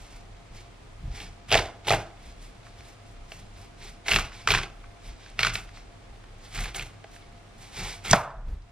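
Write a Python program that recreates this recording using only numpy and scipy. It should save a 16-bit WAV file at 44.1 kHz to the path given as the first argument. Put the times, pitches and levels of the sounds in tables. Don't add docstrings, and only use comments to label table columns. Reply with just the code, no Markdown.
import sys
import numpy as np
from scipy import signal
from scipy.fft import rfft, irfft, next_fast_len
from scipy.io import wavfile
from scipy.ndimage import uniform_filter1d

SR = 44100
rng = np.random.default_rng(int(sys.argv[2]) if len(sys.argv) > 2 else 0)


def persist_wave(psi):
    counts = np.round(np.clip(psi, -1, 1) * 32767).astype(np.int16)
    wavfile.write(sys.argv[1], SR, np.atleast_2d(counts).T)


def rack_gain(trim_db):
    fader = np.asarray(trim_db, float)
    return 10 ** (fader / 20)


N = 384111

# pitch_hz, width_hz, level_db
RIND_MODES = [(1370, 360, -7), (2154, 231, 2.5), (2487, 444, -5.5), (3503, 324, 0), (3810, 690, -8.5),
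              (5480, 1400, -21)]
# pitch_hz, width_hz, level_db
HOLLOW_MODES = [(421, 47, -5.5), (652, 63, -2), (806, 67, -4)]


def rms_one(x):
    return x / np.sqrt(np.mean(x ** 2) + 1e-20)


def at_hz(points, hz):
    point_hz, value = np.array(points).T
    return np.interp(np.log(hz + 1), np.log(point_hz), value)


def band(x, low_hz, high_hz, order=2):
    return signal.sosfilt(signal.butter(order, [low_hz, high_hz], "band", fs=SR, output="sos"), x)


def resonate(x, hz, width_hz):
    r = np.exp(-np.pi * width_hz / SR)
    zeros = np.array([1, 0, -1]) * (1 - r * r) / 2
    poles = [1, -2 * r * np.cos(2 * np.pi * hz / SR), r * r]
    return signal.lfilter(zeros, poles, x)


def body(x, modes):
    return sum((-1) ** k * rack_gain(db) * resonate(x, hz, width) for k, (hz, width, db) in enumerate(modes))


def drift(rate_hz):
    knots = rng.standard_normal(N // 200 + 2)
    return np.interp(np.arange(N) * rate_hz / SR, np.arange(len(knots)), knots)


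def steady(x, over_s):
    return x / np.sqrt(uniform_filter1d(x ** 2, int(over_s * SR)) + 1e-20)


def swell(start_s, hold_s, top_db, rise_db_per_s, fall_db_per_s):
    t = np.arange(0, N + 32, 32)[:, None] / SR
    rise_db = rise_db_per_s * np.maximum(start_s - t, 0)
    fall_db = fall_db_per_s * np.maximum(t - start_s - np.abs(hold_s), 0)
    power = rack_gain(2 * np.maximum(top_db - rise_db - fall_db, -150))
    return np.interp(np.arange(N) / SR, t[:, 0], np.sqrt(np.sum(power, axis=1)))


def add(out, start_s, sound):
    i = round(start_s * SR)
    out[i:i + len(sound)] += sound[:N - i]


def level_control_db():
    # time_s, gain_db
    back_off = [(8.14, -2.5), (8.3, -9), (8.55, -10), (8.7, -7.5)]
    time_s, gain_db = np.transpose(back_off)
    return np.interp(np.arange(N) / SR, time_s, gain_db)


def blade():
    # start_s, hold_s, crunch_db, hollow body rel_db, wet hiss rel_db
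    pushes = [(1.524, 0.032, -21.5, -2, -12.5), (1.876, 0.046, -26.5, 0.5, -8),
              (4.09, 0.08, -24.5, -7.5, -9.5), (4.484, 0.071, -23.5, -7.5, -15),
              (5.399, 0.07, -26, -16, -17), (5.541, 0.0038, -32.5, -10.5, -4), (6.55, 0.093, -33.5, -9, -9),
              (6.753, 0.057, -37, -6, -3), (8.053, .05, -32, -7.5, -6), (8.112, .015, -27, -4.5, -3),
              (1.488, .02, -39, -10, -16), (1.855, .03, -43, -6, -14), (4.065, .02, -35.5, -8, -16)]
    # start_s, hold_s, rasp_db, wet hiss rel_db
    slides = [(0.0, 0.18, -55, -3.5), (0.563, 0.038, -50, -8.5), (1.16, .08, -41, -12),
              (2.24, 0.065, -52.5, -8), (2.426, .03, -52, -3), (2.663, 0.0092, -52.5, -11.5),
              (2.857, 0.044, -53.5, -3.5), (3.08, .01, -63.5, 5), (3.304, 0.096, -52, -4),
              (3.562, 0.087, -54.5, -5.5), (3.828, 0.054, -45.5, -8), (4.34, 0.078, -47, -13),
              (5.057, 0.036, -47, -12), (5.244, 0.048, -50.5, -24), (5.75, 0.036, -49.5, -17),
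              (6.447, .01, -47.5, -5.5), (7.144, .02, -51.5, -4.5), (7.618, 0.042, -49, -3.5),
              (7.77, .15, -36, -7), (6.53, 0.022, -46, -8.5), (5.198, .01, -54, -16),
              (2.78, .03, -54.5, -11)]
    # crunch_db, hollow_db, hiss_db
    resting = (-59, -62, -70.5)
    start_s, hold_s, db, hollow_db, wet_db = np.transpose(pushes)
    push_rise = 1298.5
    rind = swell(start_s, hold_s, db, push_rise, 195)
    hollow = swell(start_s, hold_s, db + hollow_db, push_rise, 149.5)
    hiss = swell(start_s, hold_s, db + wet_db, push_rise, 242.5)
    start_s, hold_s, db, wet_db = np.transpose(slides)
    rasp = swell(start_s, hold_s, db, 300, 240)
    slide_hiss = swell(start_s, hold_s, db + wet_db, 300, 240)
    rest = rack_gain(np.array(resting)[:, None] + level_control_db())
    hollow = np.hypot(hollow, rack_gain(-8) * rasp)
    hiss = np.hypot(hiss, slide_hiss)
    return np.hypot(rind, rest[0]), rasp, np.hypot(hollow, rest[1]), np.hypot(hiss, rest[2])


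def crunch():
    # pitch_hz, width_hz, level_db
    rasp_modes = [(2200, 400, 0), (5600, 1500, -16), (3400, 800, -9)]
    rind_gain, rasp_gain, hollow_gain, hiss_gain = blade()
    bursts_per_s = 9000
    sizes = rack_gain(3.86 * np.minimum(rng.exponential(1, N), 4)) * rng.choice([-1, 1], N)
    cells = sizes * (rng.random(N) < bursts_per_s / SR) * rack_gain(3.2 * drift(120)) + 1e-18
    rind = rms_one(body(cells, RIND_MODES) + 0.26 * band(cells, 810, 7100))
    hollow = rms_one(body(cells, HOLLOW_MODES) + 0.54 * band(cells, 316, 1213))
    other_cells = cells[::-1]
    hiss = rms_one(band(other_cells, 4800, 13000) + 0.5 * resonate(other_cells, 7900, 2500))
    rub = rng.standard_normal(N) * rack_gain(1.5 * drift(60)) + 0.4 * cells
    rasp = rms_one(body(rub, rasp_modes) + 0.45 * band(rub, 1100, 7000))
    solid = rind_gain * rind + rasp_gain * rasp + hollow_gain * hollow
    return rack_gain(-3.5) * solid + rack_gain(-1.0) * hiss_gain * hiss


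def cracks():
    # start_s, peak_db, ring_hz, hollow body rel_db
    first_cracks = [(1.1767, -37, 2170, -19), (1.2016, -28, 2180, -25), (1.493, -28, 3160, -21),
                    (1.505, -19, 3150, -17), (1.5149, -9, 3160, -7), (1.5243, -7, 3030, -5),
                    (1.5314, -7.5, 3150, -5), (1.5424, -3.5, 2090, -9), (1.5524, -7.5, 2080, 3.5),
                    (1.5751, -10.5, 3270, -20), (1.5867, -17, 2200, -8), (1.848, -37, 2790, -17),
                    (1.8696, -21, 3420, -20), (1.8835, -11, 3250, -22), (1.894, -10.5, 3360, -13),
                    (1.9046, -8.5, 1370, 0), (1.9135, -9.5, 2490, 0.5), (1.9224, -14, 1430, 4.5),
                    (1.9334, -12, 1360, 2.5)]
    # start_s, peak_db, ring_hz
    deep_cracks = [(4.067, -30, 2280), (4.082, -10, 2340), (4.091, -18, 2280), (4.1125, -9.5, 2500),
                   (4.1171, -6, 2370), (4.134, -9.5, 2230), (4.1412, -9, 2500), (4.16, -3.5, 2350),
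                   (4.1859, -14.5, 1290), (4.4739, -4.5, 1370), (4.4864, -13, 1370), (4.5049, -4.5, 2330),
                   (4.5179, -8, 3300), (4.5287, -14.5, 3200), (4.5381, -9.5, 1320), (4.5477, -8.5, 1320),
                   (4.5743, -15, 1370), (4.5874, -17.5, 1360), (5.3911, -8.5, 2140), (5.406, -15, 2290),
                   (5.4306, -5.5, 2240), (5.4374, -17.5, 2440), (5.4475, -9.5, 1350), (5.468, -9, 1370),
                   (5.536, -27, 2070), (5.5542, -12.5, 2140)]
    # start_s, peak_db, ring_hz, hollow body rel_db
    small_cracks = [(2.8065, -38, 2150, -16), (3.3187, -24.5, 2400, -9), (4.3197, -33, 1380, -27),
                    (5.2612, -37.5, 1770, -16), (5.69, -39.5, 1280, -17), (5.771, -36, 1340, -19),
                    (6.2387, -39, 1760, -21), (6.5566, -26, 2000, -20), (6.576, -24, 1740, -21),
                    (6.643, -25, 2200, -18), (6.5893, -25, 1770, -19), (6.656, -25, 1330, -20),
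                    (6.746, -22.5, 3050, -15), (6.795, -19, 2680, -16), (6.81, -25, 3000, -21),
                    (6.824, -25, 1780, -18), (7.0428, -39, 1200, 8), (7.1619, -36, 1880, -15),
                    (8.049, -32, 2860, -9), (8.108, -14, 2500, -13), (8.1333, -8, 2200, -22)]
    deep_hollow_db = -18.5
    rows = [*first_cracks, *[(*crack, deep_hollow_db) for crack in deep_cracks], *small_cracks]
    out, t = np.zeros(N), np.arange(1600) / SR
    snap_click = 3.0 * (np.arange(1600) == 12)
    tears = rng.standard_normal((len(rows), 1600)) + snap_click
    envelope = rack_gain(-60 * np.maximum(t - 0.002, 0) / 0.016) * np.minimum(t / 0.00029, 1)
    for (start_s, peak_db, hz, hollow_db), tear in zip(rows, tears):
        burst = tear * envelope
        ringing = 1.5 * resonate(burst, hz, 800) + 0.53 * body(burst, RIND_MODES)
        snap = band(ringing + 0.35 * burst, 953, 6940, order=3)
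        cavity = body(burst * rack_gain(-60 * t / 0.006), HOLLOW_MODES)
        spit = band(burst, 3900, 17000)
        spit_db = -13 - 0.08 * peak_db + 5 * np.log2(hz / 2200)
        layers = snap / abs(snap).max()
        layers += rack_gain(hollow_db - 2.5) * cavity / abs(cavity).max()
        layers += rack_gain(spit_db) * spit / abs(spit).max()
        add(out, start_s, rack_gain(peak_db - 1.0) * layers)
    return out


def knock():
    # pitch_hz, level_db, t60_s
    board_modes = [(683, 2, 0.053), (778, -0.5, 0.034), (1080, 6.5, 0.013), (1300, 9, 0.025),
                   (1490, 4.5, 0.013), (1780, 0.5, 0.016), (2140, -12, 0.011)]
    # start_s, level_db, pitch_hz, t60_s
    thumps = [
        (8.113, -9, 110, 0.052),
        (8.132, -5.5, 189, 0.042),
    ]
    knock_s, knock_db = 8.1333, -10.5
    out, t = np.zeros(N), np.arange(9000) / SR
    ring = sum(rack_gain(knock_db + db - 60 * t / t60) * np.sin(2 * np.pi * hz * t) for hz, db, t60 in board_modes)
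    for lag_s, db in [(0, -1.5), (0.0012, -1), (0.0081, -11.5)]:
        add(out, knock_s + lag_s, rack_gain(db) * ring)
    tail_t = np.arange(SR // 2) / SR
    tail = rms_one(band(rng.standard_normal(SR // 2), 550, 1400, order=3))
    add(out, knock_s + 0.004, tail * rack_gain(-25 - 60 * tail_t / 0.56))
    for start_s, db, hz, t60 in thumps:
        thump = np.sin(2 * np.pi * hz * t) * np.minimum(t / 0.0035, 1)
        add(out, start_s, -rack_gain(db - 60 * t / t60) * thump)
    return out


def ticks():
    # start_s, peak_db, pitch_hz, t60_s
    steel_ticks = [
        (8.1105, -4, 6800, 0.018),
        (8.1297, -6.5, 5000, 0.012),
        (5.3, -43.5, 8600, .006),
        (8.62, -51, 5000, .03),
        (2.664, -43, 1350, .06),
        (4.839, -42, 1400, .04),
        (4.839, -45, 2200, .03),
        (7.041, -38, 2200, .02),
    ]
    out, t = np.zeros(N), np.arange(1000) / SR
    for start_s, peak_db, hz, t60 in steel_ticks:
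        burst = rng.standard_normal(1000) * rack_gain(-60 * t / t60) * np.minimum(t / 0.0017, 1)
        tick = band(burst, hz / 1.4, hz * 1.17)
        add(out, start_s, rack_gain(peak_db) * tick / abs(tick).max())
    return out


def counter():
    # start_s, hold_s, sway_db, board_db
    jolts = [(0.134, .01, -43.5, -56), (0.327, .01, -47, -57), (0.504, .05, -44.5, -55),
             (1.041, 0.055, -33.5, -38.5), (1.545, 0.015, -31, -26.5), (1.917, .02, -36.5, -26.5),
             (2.376, 0.084, -45.5, -58), (3.342, 0.09, -59, -51.5), (3.8, 0.11, -49, -62),
             (4.142, 0.023, -28.5, -31), (4.504, 0.064, -32.5, -31), (5.068, .01, -38, -54),
             (5.412, .12, -39.5, -36.5), (6.579, 0.038, -31, -36.5), (6.792, 0.04, -42, -43),
             (7.807, 0.037, -39, -37.5), (8.11, 0.0088, -37, -28.5), (8.45, 0.067, -31, -49),
             (1.256, 0.027, -43.5, -45), (2.25, .03, -45.5, -51), (5.635, 0.017, -44, -57),
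             (8.358, .03, -38, -49), (7.574, 0.054, -54, -51)]
    start_s, hold_s, sway_db, board_db = np.transpose(jolts)
    a, b = rng.standard_normal((2, N))
    sway = steady(resonate(resonate(a, 34.5, 11.8), 33, 22) + 0.3 * resonate(a, 49, 5.9), 0.05)
    flex = steady(band(resonate(b, 100.7, 32) - 0.3 * resonate(b, 197.6, 67), 65, 250), 0.05)
    sway_lag_s = 0.015
    sway_gain = swell(start_s + sway_lag_s, hold_s, sway_db, 300, 168)
    sway_gain = np.hypot(sway_gain, rack_gain(-52.5 + 3.8 * drift(9)))
    board_gain = np.hypot(swell(start_s, hold_s, board_db, 350, 181.5), rack_gain(-57.5))
    return sway_gain * sway + rack_gain(-3.0) * board_gain * flex


def room_tone():
    # pitch_hz, level_db (per Hz)
    air = [(71, -33.5), (120, -1.5), (160, -25.5), (185, -5), (567, -9), (680, -9.5), (924, -12.5),
           (1230, -11.5), (1430, -15.5), (2320, -18), (9000, -30.5), (11700, -41), (19800, -120)]
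    # pitch_hz, correlation (-1 to 1)
    likeness = [(100, 0.73), (290, -0.16), (640, 0.34), (3100, -0.1), (7000, 0.19), (10000, -0.074),
                (13000, -1.2)]
    # pitch_hz, width_hz, level_db
    hum = [(101.2, 4.4, -53.5), (693, 1.5, -61.5), (800, 4.6, -70)]
    hz = np.fft.rfftfreq(N, 1 / SR)
    mid, side = rfft(rng.standard_normal((2, N))) * rack_gain(at_hz(air, hz))
    alike = np.clip(at_hz(likeness, hz), -0.99, 0.99)
    spread = np.sqrt((1 - alike) / (1 + alike)) * side
    hiss = irfft(mid + spread * [[1], [-1]], N) / np.std(irfft(mid, N))
    lines = sum(rack_gain(db) * steady(resonate(rng.standard_normal(N), f, width), 0.76) for f, width, db in hum)
    return rack_gain(-53.8) * hiss + lines


def kitchen(x, wet_db=-13, alike=0.95):
    # pitch_hz, t60_s
    room_t60 = [(150, 0.42), (700, 0.43), (2500, 0.29), (6000, 0.21), (12000, 0.088)]
    t = np.arange(SR // 2) / SR
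    shared, own = rng.standard_normal((2, 2, len(t)))
    noise = alike * shared[0] + np.sqrt(1 - alike ** 2) * band(own, 460, 21000)
    tail = 0
    for hz in 150 * 2.0 ** np.arange(7):
        octave = band(noise, hz / 2 ** 0.5, hz * 2 ** 0.5)
        tail = tail + octave * rack_gain(-60 * t / at_hz(room_t60, hz))
    tail = tail * np.minimum(t / 0.0012, 1)
    tail = tail / np.sqrt(np.sum(tail[0] ** 2))
    return x + rack_gain(wet_db) * signal.fftconvolve(x[None], tail, axes=1)[:, :N]


def ports(x, left_db=-1.1):
    # pitch_hz, phase_rad (left against right)
    port_phase = [(100, 0), (1500, -.2), (3000, -.4), (4900, -1.2), (6500, -1.95), (8300, -2.35),
                  (10000, -2.6), (13000, -2.75)]
    size = next_fast_len(N)
    hz = np.fft.rfftfreq(size, 1 / SR)
    half = np.exp(0.5j * at_hz(port_phase, hz)) * rack_gain(left_db / 2 * np.clip(hz / 500, 0, 1))
    return irfft(rfft(x, size) * np.array([half, 1 / half]), size)[:, :N]


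def scene():
    fruit = kitchen(crunch() + cracks()) + kitchen(knock(), wet_db=-20) + ticks()
    return ports(fruit) + counter() + room_tone() * rack_gain(level_control_db())


def treble_dropout(mid, side):
    # low_hz, high_hz, threshold_db (shared against opposed)
    dropout_bands = [(8400, 9200, -16), (9200, 10000, -12), (10000, 11000, -9), (11000, 12200, -8),
                     (12200, 13500, -7), (13500, 20000, -6)]
    hz, spectra = np.fft.rfftfreq(N, 1 / SR), rfft([mid, side])
    bright = band(mid, 2000, 8000) ** 2 + 1e-12
    jump = uniform_filter1d(bright, size=256) / uniform_filter1d(bright, size=3000)
    sudden_db = uniform_filter1d(np.maximum(10 * np.log10(jump), 0), size=700)
    whim_db = 11 * drift(14)
    for low_hz, high_hz, drop_db in dropout_bands:
        shared, opposed = irfft(spectra * (hz >= low_hz) * (hz < high_hz), N)
        shared_power, opposed_power = uniform_filter1d([shared ** 2, opposed ** 2], size=1024)
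        threshold_db = 2 * (drop_db - 2.5 * sudden_db) + whim_db + 4 * drift(30)
        muted = shared_power < opposed_power * rack_gain(threshold_db) + rack_gain(-2 * 95)
        mid = mid - shared * uniform_filter1d(1.0 * muted, size=512)
    return mid


def band_limit(x):
    return signal.sosfilt(signal.butter(12, 15690, fs=SR, output="sos"), x)


def record(dry):
    ceiling = 0.93
    limited = np.tanh(dry / ceiling) * ceiling
    left, right = signal.sosfilt(signal.cheby2(8, 40, 15900, fs=SR, output="sos"), limited)
    mid, side = (left + right) / 2, (left - right) / 2
    mid = treble_dropout(mid, side)
    return band_limit(np.array([mid + side, mid - side]))


dry = scene()
out = record(dry)
persist_wave(out)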